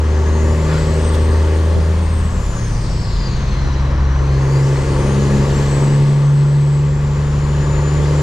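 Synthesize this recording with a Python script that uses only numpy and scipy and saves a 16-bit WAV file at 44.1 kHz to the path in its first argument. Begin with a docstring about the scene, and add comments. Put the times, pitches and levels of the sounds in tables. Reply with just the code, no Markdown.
"""A six-cylinder diesel truck pulls hard on a country road, heard from the cab; it lifts off for a gear
change and pulls again. Clean firing tones make the drone; engine-cycle tones and pulsing noise make the growl.
A sine with a fuzzy skirt is the turbo whistle, gliding with the boost; shaped noise makes road, wind and hiss.
Soon draughts puff at single microphone ports (short dull noise) and a pickup sweeps past (a burst of hiss)."""
import sys
import numpy as np
from scipy import signal
from scipy.fft import rfft, irfft
from scipy.io import wavfile
from scipy.ndimage import uniform_filter1d

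SR = 44100
rng = np.random.default_rng(int(sys.argv[2]) if len(sys.argv) > 2 else 0)


def materialize(psi):
    """Save the field psi as 16-bit PCM at rate SR to the path in sys.argv[1].

    A 1-D psi becomes a single channel; in a 2-D psi each row is a channel.
    """
    bounded = np.clip(np.atleast_2d(psi).T, -1, 1)
    quanta = np.round(bounded * 32767).astype(np.int16)
    wavfile.write(sys.argv[1], SR, quanta)


N = 362502  # samples


def gain_of(db):
    """Turn decibels into a plain multiplier."""
    return 10 ** (np.asarray(db) / 20)


def evened(x):
    """Scale a sound to an rms level of 1."""
    return x / np.sqrt(np.mean(x ** 2) + 1e-20)


def read(points, hz):
    """Read a spectrum at hz, with straight lines between points on a log axis."""
    f, value = np.transpose(points)
    return np.interp(np.log(hz + 1), np.log(f + 1), value)


def columns(rows, t):
    """Read every column of a time table at the times t."""
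    times, *rest = np.transpose(rows)
    return [np.interp(t, times, column) for column in rest]


def wander(hz, count):
    """Make slow random curves of rms 1 that change about hz times a second."""
    knot_rate = 250  # random points per second
    knots = rng.standard_normal((count, 2200))
    b, a = signal.butter(2, np.clip(hz / (knot_rate / 2), .002, .9))
    smooth = signal.lfilter(b, a, knots)[:, 100:]  # drop the filter's start
    t = np.arange(N) / SR
    return [np.interp(t, np.arange(2100) / knot_rate, curve) for curve in evened(smooth[:, None])[:, 0]] \
        if count == 0 else [np.interp(t, np.arange(2100) / knot_rate, evened(curve)) for curve in smooth]


def resonate(x, hz, width):
    """Resonate at a moving pitch: shift the curve hz down to zero, smooth twice, shift back."""
    turn = np.exp(2j * np.pi * np.cumsum(hz) / SR)
    r = np.exp(-np.pi * width / SR)
    smooth = signal.lfilter([1], np.convolve([1, -r], [1, -r]), x / turn)
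    return (turn * smooth).real


def rise_db(resonances, hz):
    """Add up the lift in dB that a list of resonances gives at hz."""
    return sum(db / (1 + (2 * (hz - f) / width) ** 2) for f, width, db in resonances)


# How much louder the left port is: (frequency [Hz], left minus right [dB])
LEFT_LOUDER = [(60, 0.9), (150, 0.2), (230, 3.5), (330, 2), (500, 3), (1170, 3.5), (3150, 2), (8470, 1),
               (13000, 1.5)]
# How far the left port is ahead: (frequency [Hz], phase lead [radians])
LEFT_AHEAD = [(0, 1), (520, -0.43), (950, -0.52), (1210, -0.91), (2670, -0.8), (4740, -0.24), (8610, -0.16)]


def port_gains(hz):
    """Share the level and phase difference equally between the left and right ports."""
    half = gain_of(read(LEFT_LOUDER, hz) / 2) * np.exp(.5j * read(LEFT_AHEAD, hz))
    return np.array([half, 1 / half])


def ports(x):
    """Hear a sound from one place at the two microphone ports."""
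    return irfft(rfft(x) * port_gains(np.fft.rfftfreq(N, 1 / SR)), N)


# Engine speed and load: (time [s], firing rate [Hz], growl level before trims [dB]); load raises the growl
ENGINE = [(0, 75.7, -27), (.3, 76.8, -21), (1.0, 77.73, -20), (1.55, 78.93, -21), (2.0, 80.36, -28),
          (2.4, 79.26, -30), (2.9, 72.7, -30), (3.3, 67.14, -30), (4.1, 68.22, -29.5), (4.55, 68.34, -22.5),
          (5.04, 68.88, -18.5), (5.9, 70.7, -21.5), (6.35, 71.12, -27), (7.4, 72.18, -28),
          (7.75, 72.4, -24), (8.22, 73.47, -20.5)]


def engine(step):
    """Give firing rate, steadied by the flywheel, firings so far and growl level at every step-th sample."""
    t = np.arange(0, N + 40 * step, step) / SR
    firing_hz, growl_db = columns(ENGINE, t)
    firing_hz = uniform_filter1d(firing_hz, size=round(.45 * SR / step), mode="nearest")  # over 0.45 s
    return firing_hz, np.cumsum(firing_hz) * step / SR, growl_db


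# Main drone tones: (time [s], level of firing tone [dB], of its 2nd multiple [dB], of its 3rd [dB])
DRONE = [(0, -13.5, -36, -35.5), (.5, -13, -26.5, -27.5), (.72, -18, -16.5, -31.5), (.9, -16, -19.5, -30.5),
         (1.26, -12.5, -35.5, -32), (1.65, -13, -30.5, -33.5), (1.9, -13.5, -28.5, -50),
         (2.2, -15.5, -37, -39), (2.5, -25, -33.5, -40), (2.7, -38, -27.5, -38.5), (3.06, -24, -29.5, -42),
         (3.24, -26.5, -25.5, -33.5), (3.78, -17, -22.5, -35), (4.14, -15, -22, -43),
         (4.32, -17, -15.5, -36), (4.68, -26, -12, -56), (4.86, -20.5, -19, -33), (5.2, -22, -15, -20.5),
         (5.7, -20.5, -15.5, -29.5), (5.94, -34.5, -12, -28.5), (6.66, -28, -11.3, -36),
         (6.9, -24, -15, -35.5), (7.38, -19.5, -17, -32), (7.74, -20.5, -16.5, -35.5),
         (8.22, -19, -14.5, -51.5)]
# Pitch of the five tones: (multiple of the firing rate)
DRONE_MULTIPLES = 1, 2, 3, 3 / 2, 7 / 3
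# Unsteadiness of the five tones, the lesser ones lumpier: (level sway [dB rms])
DRONE_SWAY_DB = .53, .53, 1.5, 4, 4
# Crank orders 4.5 and 7, the last two tones: (base level [dB])
ODD_ORDER_DB = [-50.5, -46.5]
# Their lift while the engine slows: (lift [dB per Hz/s of falling firing rate])
ODD_ORDER_PER_SLOWING = [0.89, 0.58]
# Cab resonances that lift those two orders: (frequency [Hz], width [Hz], lift [dB])
CAB = [(113.6, 20, 17), (170.1, 5, 8.5), (186.3, 6.6, 14)]


def drone():
    """The low engine orders stand in the cab as near-clean tones."""
    firing_hz, firings, _ = engine(step=1)
    firing_hz, firings = firing_hz[:N], firings[:N]
    t = np.arange(N) / SR
    slowing = np.maximum(-np.gradient(firing_hz, t), 0)  # Hz/s
    levels_db = columns(DRONE, t)
    for k, db, per in zip(DRONE_MULTIPLES[3:], ODD_ORDER_DB, ODD_ORDER_PER_SLOWING):
        levels_db.append(db + rise_db(CAB, k * firing_hz) + per * slowing)
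    sway = wander(hz=7.0, count=5)
    out = 0
    for i, k in enumerate(DRONE_MULTIPLES):
        level = np.sqrt(2) * gain_of(levels_db[i] + DRONE_SWAY_DB[i] * sway[i])
        # the exhaust pipe smears the pulse: delay grows with the square of the tone's number, from 0
        lag = np.pi / 2 * i ** 2
        out = out + level * np.cos(2 * np.pi * k * firings + 0.047 * sway[i - 1] - lag)
    return out


# Lesser tones of the uneven cylinders: (multiple of the engine cycle)
CYCLE_LINES = np.array([2, 3, 4, 5, 7, 8, 10, 11, 13, 16, 17, 20, 21, 24, 26, 27, 28, 29, 30, 32, 33, 34, 35, 36, 38, 40, 41, 42, 44, 48])
# Strength of each of those tones: (relative level [dB])
CYCLE_DB = [-8, -6, 0, -10, -11, -4, -1, -6, -10, -16, -14, -9, -15, -1, -10, -14, -8, -9, -1, -3, -11, -9,
            -8, -5, -2, -8, -8, -8, -4, -7]
# Combustion noise heard through the firewall: (frequency [Hz], relative level [dB])
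FIREWALL = [(30, -22), (120, -8), (230, -3.5), (330, -6), (388, 1), (440, -3.5), (560, 2), (700, -21.5),
            (900, -30.5)]
# Panels rung by the combustion knock: (frequency [Hz], width [Hz], relative level [dB])
PANELS = [(895, 55, 0), (1140, 35, -4), (1420, 60, -12), (1680, 40, -9), (1840, 60, -9), (2005, 50, -10),
          (2570, 120, -13)]


def growl():
    """Tones of the engine cycle, noise that swells at every firing, and the panels that it rings."""
    step = 8  # work at an eighth of the sample rate
    rate = SR / step
    firing_hz, firings, growl_db = engine(step)
    count = len(firing_hz)
    sway = np.array(wander(hz=2.5, count=12))[:, ::step]
    sway = np.pad(sway, ((0, 0), (0, count - sway.shape[1])), "edge")
    start = rng.random(len(CYCLE_LINES))
    lines = 0
    for i, k in enumerate(CYCLE_LINES):
        floor_db = 5 / (1 + ((k * firing_hz / 6 - 388) / 14) ** 2)  # the cab floor resonates at 388 Hz
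        line_db = CYCLE_DB[i] + floor_db + 1.8 * sway[i % 12]
        lag = start[i] * (.3 if k % 6 == 0 else 1)  # firing multiples nearly add up to one pulse
        phase = 2 * np.pi * (k / 6 * firings - lag) + .3 * sway[(i + 5) % 12]
        lines = lines + gain_of(line_db) * np.cos(phase)
    puffs = np.exp(.5 * np.cos(2 * np.pi * firings)) * rng.standard_normal(count)
    firewall = gain_of(read(FIREWALL, np.fft.rfftfreq(count, 1 / rate)))
    thud = irfft(rfft(puffs) * firewall, count)
    ring = 0
    for f, width, db in PANELS:
        b, a = signal.iirpeak(f, f / width, rate)
        ring = ring + gain_of(db) * evened(signal.lfilter(b, a, puffs))
    firm = np.clip((growl_db + 36) / 9, .3, 1)  # the tones fade off the throttle
    body = gain_of(growl_db - 2.5) * (firm * evened(lines) + .36 * evened(thud))
    # the knock follows the load less than the exhaust does
    clatter = gain_of(0.81 * growl_db - 17.5) * evened(ring)
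    return signal.resample_poly(body + clatter, step, 1)[:N]


# Levels before trims: (time [s], road rumble [dB], wind and tyre roar [dB], intake hiss [dB], fine hiss [dB])
AIR = [(0, -36, -32.5, -42.5, -57), (.5, -30.5, -32, -42.5, -48.5), (.9, -25.5, -32, -39, -52),
       (1.3, -27.5, -31.5, -39.5, -63), (1.7, -34, -33, -42, -54), (2.16, -19.5, -32.5, -42.5, -63),
       (2.4, -20, -33, -44.5, -49), (3.1, -18, -34.5, -43.5, -54), (3.6, -19.5, -31, -41.5, -56.5),
       (4.1, -22, -30.7, -45.5, -60), (4.6, -30, -31, -41, -47.5), (5.5, -23.5, -30, -37, -49.5),
       (5.8, -26.5, -29.5, -38, -50), (6.0, -21, -33, -40.5, -55), (6.3, -36, -34.5, -43.5, -60),
       (6.95, -27.5, -36.5, -44.5, -71), (7.2, -25, -33.5, -43.5, -58), (7.8, -25.5, -30, -41, -56),
       (8.22, -37, -31, -39, -53)]
# Colour of the road rumble: (frequency [Hz], relative level [dB per Hz])
RUMBLE = [(15, -4), (30, 0), (45, -1.5), (60, -6.5), (110, -2.5), (200, -11.5), (300, -38)]


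def rumble():
    """The road shakes the cab, which booms unsteadily at its lowest air mode."""
    hz = np.fft.rfftfreq(N, 1 / SR)
    colour = gain_of(read(RUMBLE, hz) - 60 * (hz > 300))
    shake = irfft(rfft(rng.standard_normal(N)) * colour, N)
    swell, drift = wander(hz=4.8, count=2)
    boom = gain_of(2.5 * swell) * np.cos(2 * np.pi * np.cumsum(45.2 + 1.2 * drift) / SR)
    rumble_db = columns(AIR, np.arange(N) / SR)[0]
    return gain_of(rumble_db) * (.75 * evened(shake) + .7 * evened(boom))


# Resonances of the intake duct: (frequency [Hz], width [Hz], lift [dB])
DUCT = [(3050, 120, 3), (4250, 260, 6), (4800, 160, 6), (5500, 150, 2), (6150, 150, 3), (6750, 120, 4)]


def duct_gain(hz):
    """The intake duct lifts sounds near its resonances."""
    return gain_of(rise_db(DUCT, hz))


# Turbo whistle: (time [s], blade tone [Hz], level before trims [dB])
TURBO = [(0, 6000, -64), (.36, 6560, -46), (.54, 7170, -49), (.72, 7497, -46), (1.08, 8280, -43),
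         (1.3, 8320, -50), (1.55, 8617, -53), (1.95, 8700, -55), (2.16, 8420, -44), (2.34, 7730, -46.5),
         (2.55, 6840, -43.5), (2.85, 5700, -51), (3.25, 4834, -43.5), (3.45, 4350, -56),
         (3.68, 4065, -47.5), (3.95, 3930, -57), (4.25, 4142, -58), (4.55, 4710, -52), (4.75, 5284, -60),
         (5.04, 6304, -50), (5.4, 7250, -47), (5.76, 7793, -41), (6.2, 7816, -54), (6.66, 7804, -49.5),
         (6.9, 7603, -50.5), (7.2, 7230, -49.5), (7.4, 7170, -50), (7.85, 6960, -43.5), (8.22, 7290, -47.5)]


def turbo():
    """A flickering blade tone with a fuzzy skirt enters by the left window and reaches that port first."""
    blade_hz, tone_db = columns(TURBO, np.arange(N) / SR)
    blade_hz = uniform_filter1d(blade_hz, size=5000, mode="nearest")  # the rotor's inertia rounds every turn
    flicker, drift = wander(hz=25.1, count=2)
    phase = 2 * np.pi * np.cumsum(blade_hz + 15 * drift) / SR
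    tone = np.sqrt(2) * gain_of(3.2 * flicker) * np.cos(phase)
    skirt = evened(resonate(rng.standard_normal(N), blade_hz * .99, width=350))
    glide = np.gradient(uniform_filter1d(blade_hz, size=4000)) * SR  # Hz/s
    steady = 1 / (1 + (glide / 3500) ** 2)  # fast glides turn breathy
    whistle = gain_of(tone_db + 0.5) * duct_gain(blade_hz) * (steady * tone + 0.85 * skirt)
    return gain_of([[2.5], [-2.5]]) * np.array([whistle, np.roll(whistle, shift=1)])


def shape(points, hz):
    """Turn a noise colour into a spectrum of unit total power."""
    gain = gain_of(read(points, hz))
    return gain / np.linalg.norm(gain)


# Colour of the intake hiss: (frequency [Hz], relative level [dB per Hz])
INTAKE = [(1800, -3), (2800, 1), (3500, 0.5), (4250, -2.5), (5200, -3), (6500, -3), (9000, -12.5),
          (12000, -20)]


def intake_hiss(hz, place, intake_db):
    """Intake hiss is cut above the blade tone, so it brightens with turbo speed."""
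    under_blades = 1 / np.sqrt(1 + (place / 1.58) ** 12)
    return duct_gain(hz) * shape(INTAKE, hz) * under_blades * gain_of(intake_db + 6.0)


# Colour of the wind and tyre roar: (frequency [Hz], relative level [dB per Hz])
ROAR = [(120, -19.5), (200, -4.5), (257, -17), (290, -5.5), (386, -15), (430, -14), (528, -11.5),
        (553, -12.5), (872, -17), (1030, -10.5), (1390, -18.5), (1730, -18.5), (3500, -34), (4550, -51),
        (7700, -120)]
# Colour of the fine hiss: (frequency [Hz], relative level [dB per Hz])
FINE = [(4000, -3), (7000, 5), (9000, -4), (10500, -10), (12000, -13.5), (12800, -15), (14000, -32),
        (15000, -55)]
# How alike the noise is at the two ports: (frequency [Hz], likeness [1 = the same])
SAME = [(60, 0.99), (160, 1), (430, 0.82), (1170, 0.81), (3150, 0.62), (8470, 0.67)]


def air():
    """All the airy noise: random short-time spectra with drifting patches, partly alike at the ports."""
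    frames = N // 256 + 5
    t = np.arange(frames) * 256 / SR
    hz = np.fft.rfftfreq(1024, 1 / SR)[:, None]  # frequency runs down, time runs across
    a, b, c, d, patches = rng.standard_normal((frames, 513, 5)).T
    patches = uniform_filter1d(patches, size=12, axis=0)
    patches = evened(uniform_filter1d(patches, size=14, axis=1))
    _, roar_db, intake_db, fine_db = columns(AIR, t)
    place = hz / columns(TURBO, t)[0]  # frequency as a multiple of the blade tone
    layers = (shape(ROAR, hz) * gain_of(roar_db + 6.0),
              intake_hiss(hz, place, intake_db),
              shape(FINE, hz) * gain_of(fine_db + 11.0),
              gusts(hz, t), upper_whistle(hz, place, t), boost_rush(hz, place, t))
    level = np.sqrt(sum(layer ** 2 for layer in layers)) * gain_of(1.08 * patches)
    same = np.clip(read(SAME, hz), -1, 1)
    left = a + 1j * b
    right = same * left + np.sqrt(1 - same ** 2) * (c + 1j * d)
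    spectra = np.array([left, right]) * level * port_gains(hz)
    return signal.istft(spectra, nperseg=1024, noverlap=768)[1][:, :N] * 0.73


# Draughts: (time [s], level [dB], length [s], port [0 left, 1 right])
PUFFS = [(0.322, -24, 0.017, 0), (0.432, -24, 0.026, 1), (1.721, -18, 0.027, 0), (1.785, -16.5, 0.064, 1),
         (2.395, -31, 0.037, 0), (3.658, -19.5, 0.035, 1), (4.224, -22, 0.047, 0), (4.802, -19, 0.032, 0),
         (5.369, -29, 0.039, 0), (8.018, -20, 0.083, 1)]


def draughts():
    """Short dull puffs of air, each at one port only."""
    out, t = np.zeros((2, N)), np.arange(N) / SR
    low_pass = signal.butter(4, 900, fs=SR, output="sos")
    dull = signal.sosfilt(low_pass, rng.standard_normal(N))
    noise = evened(signal.lfilter([1], [1, -.985], dull))
    for s, db, length, port in PUFFS:
        out[round(np.clip(port, 0, 1))] += gain_of(db) * np.exp(-(2 * (t - s) / length) ** 2) * noise
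    return out


# The passing pickup, then a spit of air: (time [s], relative level [dB], half width [s], tilt [dB per octave])
GUSTS = [(.75, -25.5, 0.11, -1), (1.15, -34, 0.013, 6.5)]
# Colour of both bursts before the tilt: (frequency [Hz], relative level [dB per Hz])
GUST = [(300, -11), (1400, 5.5), (3000, -6), (4500, -5), (8000, -22), (13000, -29), (15000, -61)]


def gusts(hz, t):
    """Bursts of wide hiss swell and fade: the passing pickup and then a short spit of air."""
    bursts = 0
    for s, db, width, tilt in GUSTS:
        tilted = gain_of(db + tilt * np.log2(hz / 1500 + .1))
        bursts = bursts + tilted * np.exp(-((t - s) / width) ** 2)
    return shape(GUST, hz) * bursts


def upper_whistle(hz, place, t):
    """A breathy second whistle comes out around the gear change, lost in the cab lining above 11 kHz."""
    start_s, rise_s, end_s, fall_s = 2.0, 0.79, 5.03, .6
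    quiet_db, full_db = -78, -52.5  # before trims
    out = np.clip(np.minimum((t - start_s) / rise_s, 1 - (t - end_s) / fall_s), 0, 1)
    upper_db = quiet_db + (full_db - quiet_db) * out
    band = np.exp(-((place - 1.45) / 0.053) ** 2) / (1 + (hz / 11500) ** 14)
    return band * gain_of(upper_db - 0.5)


# Spare boost let out as the throttle shuts, then spooling in again: (time [s], level before trims [dB])
RUSH = [(0, -60), (2.2, -67), (2.5, -46), (2.8, -42.5), (3.15, -38), (3.45, -40.5), (3.8, -61), (4.4, -57),
        (4.9, -63), (5.5, -55), (6, -54), (6.4, -76), (8.22, -60)]


def boost_rush(hz, place, t):
    """Spare boost rushes out as a band of noise just below the blade tone, lifted by the duct."""
    band = np.exp(-((place - .87) / 0.18) ** 2)
    return duct_gain(hz) * 0.22 * band * gain_of(columns(RUSH, t)[0])


def scene():
    """Everything at the two ports."""
    return ports(drone() + growl() + rumble()) + turbo() + air() + draughts()


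def record(dry):
    """Limit the band: a low-pass filter takes away the sound above 15 kHz."""
    low_pass = signal.firwin(511, 15000, window=("kaiser", 9), fs=SR)
    return signal.oaconvolve(dry, low_pass[None], "same")


dry = scene()
out = record(dry)
materialize(out)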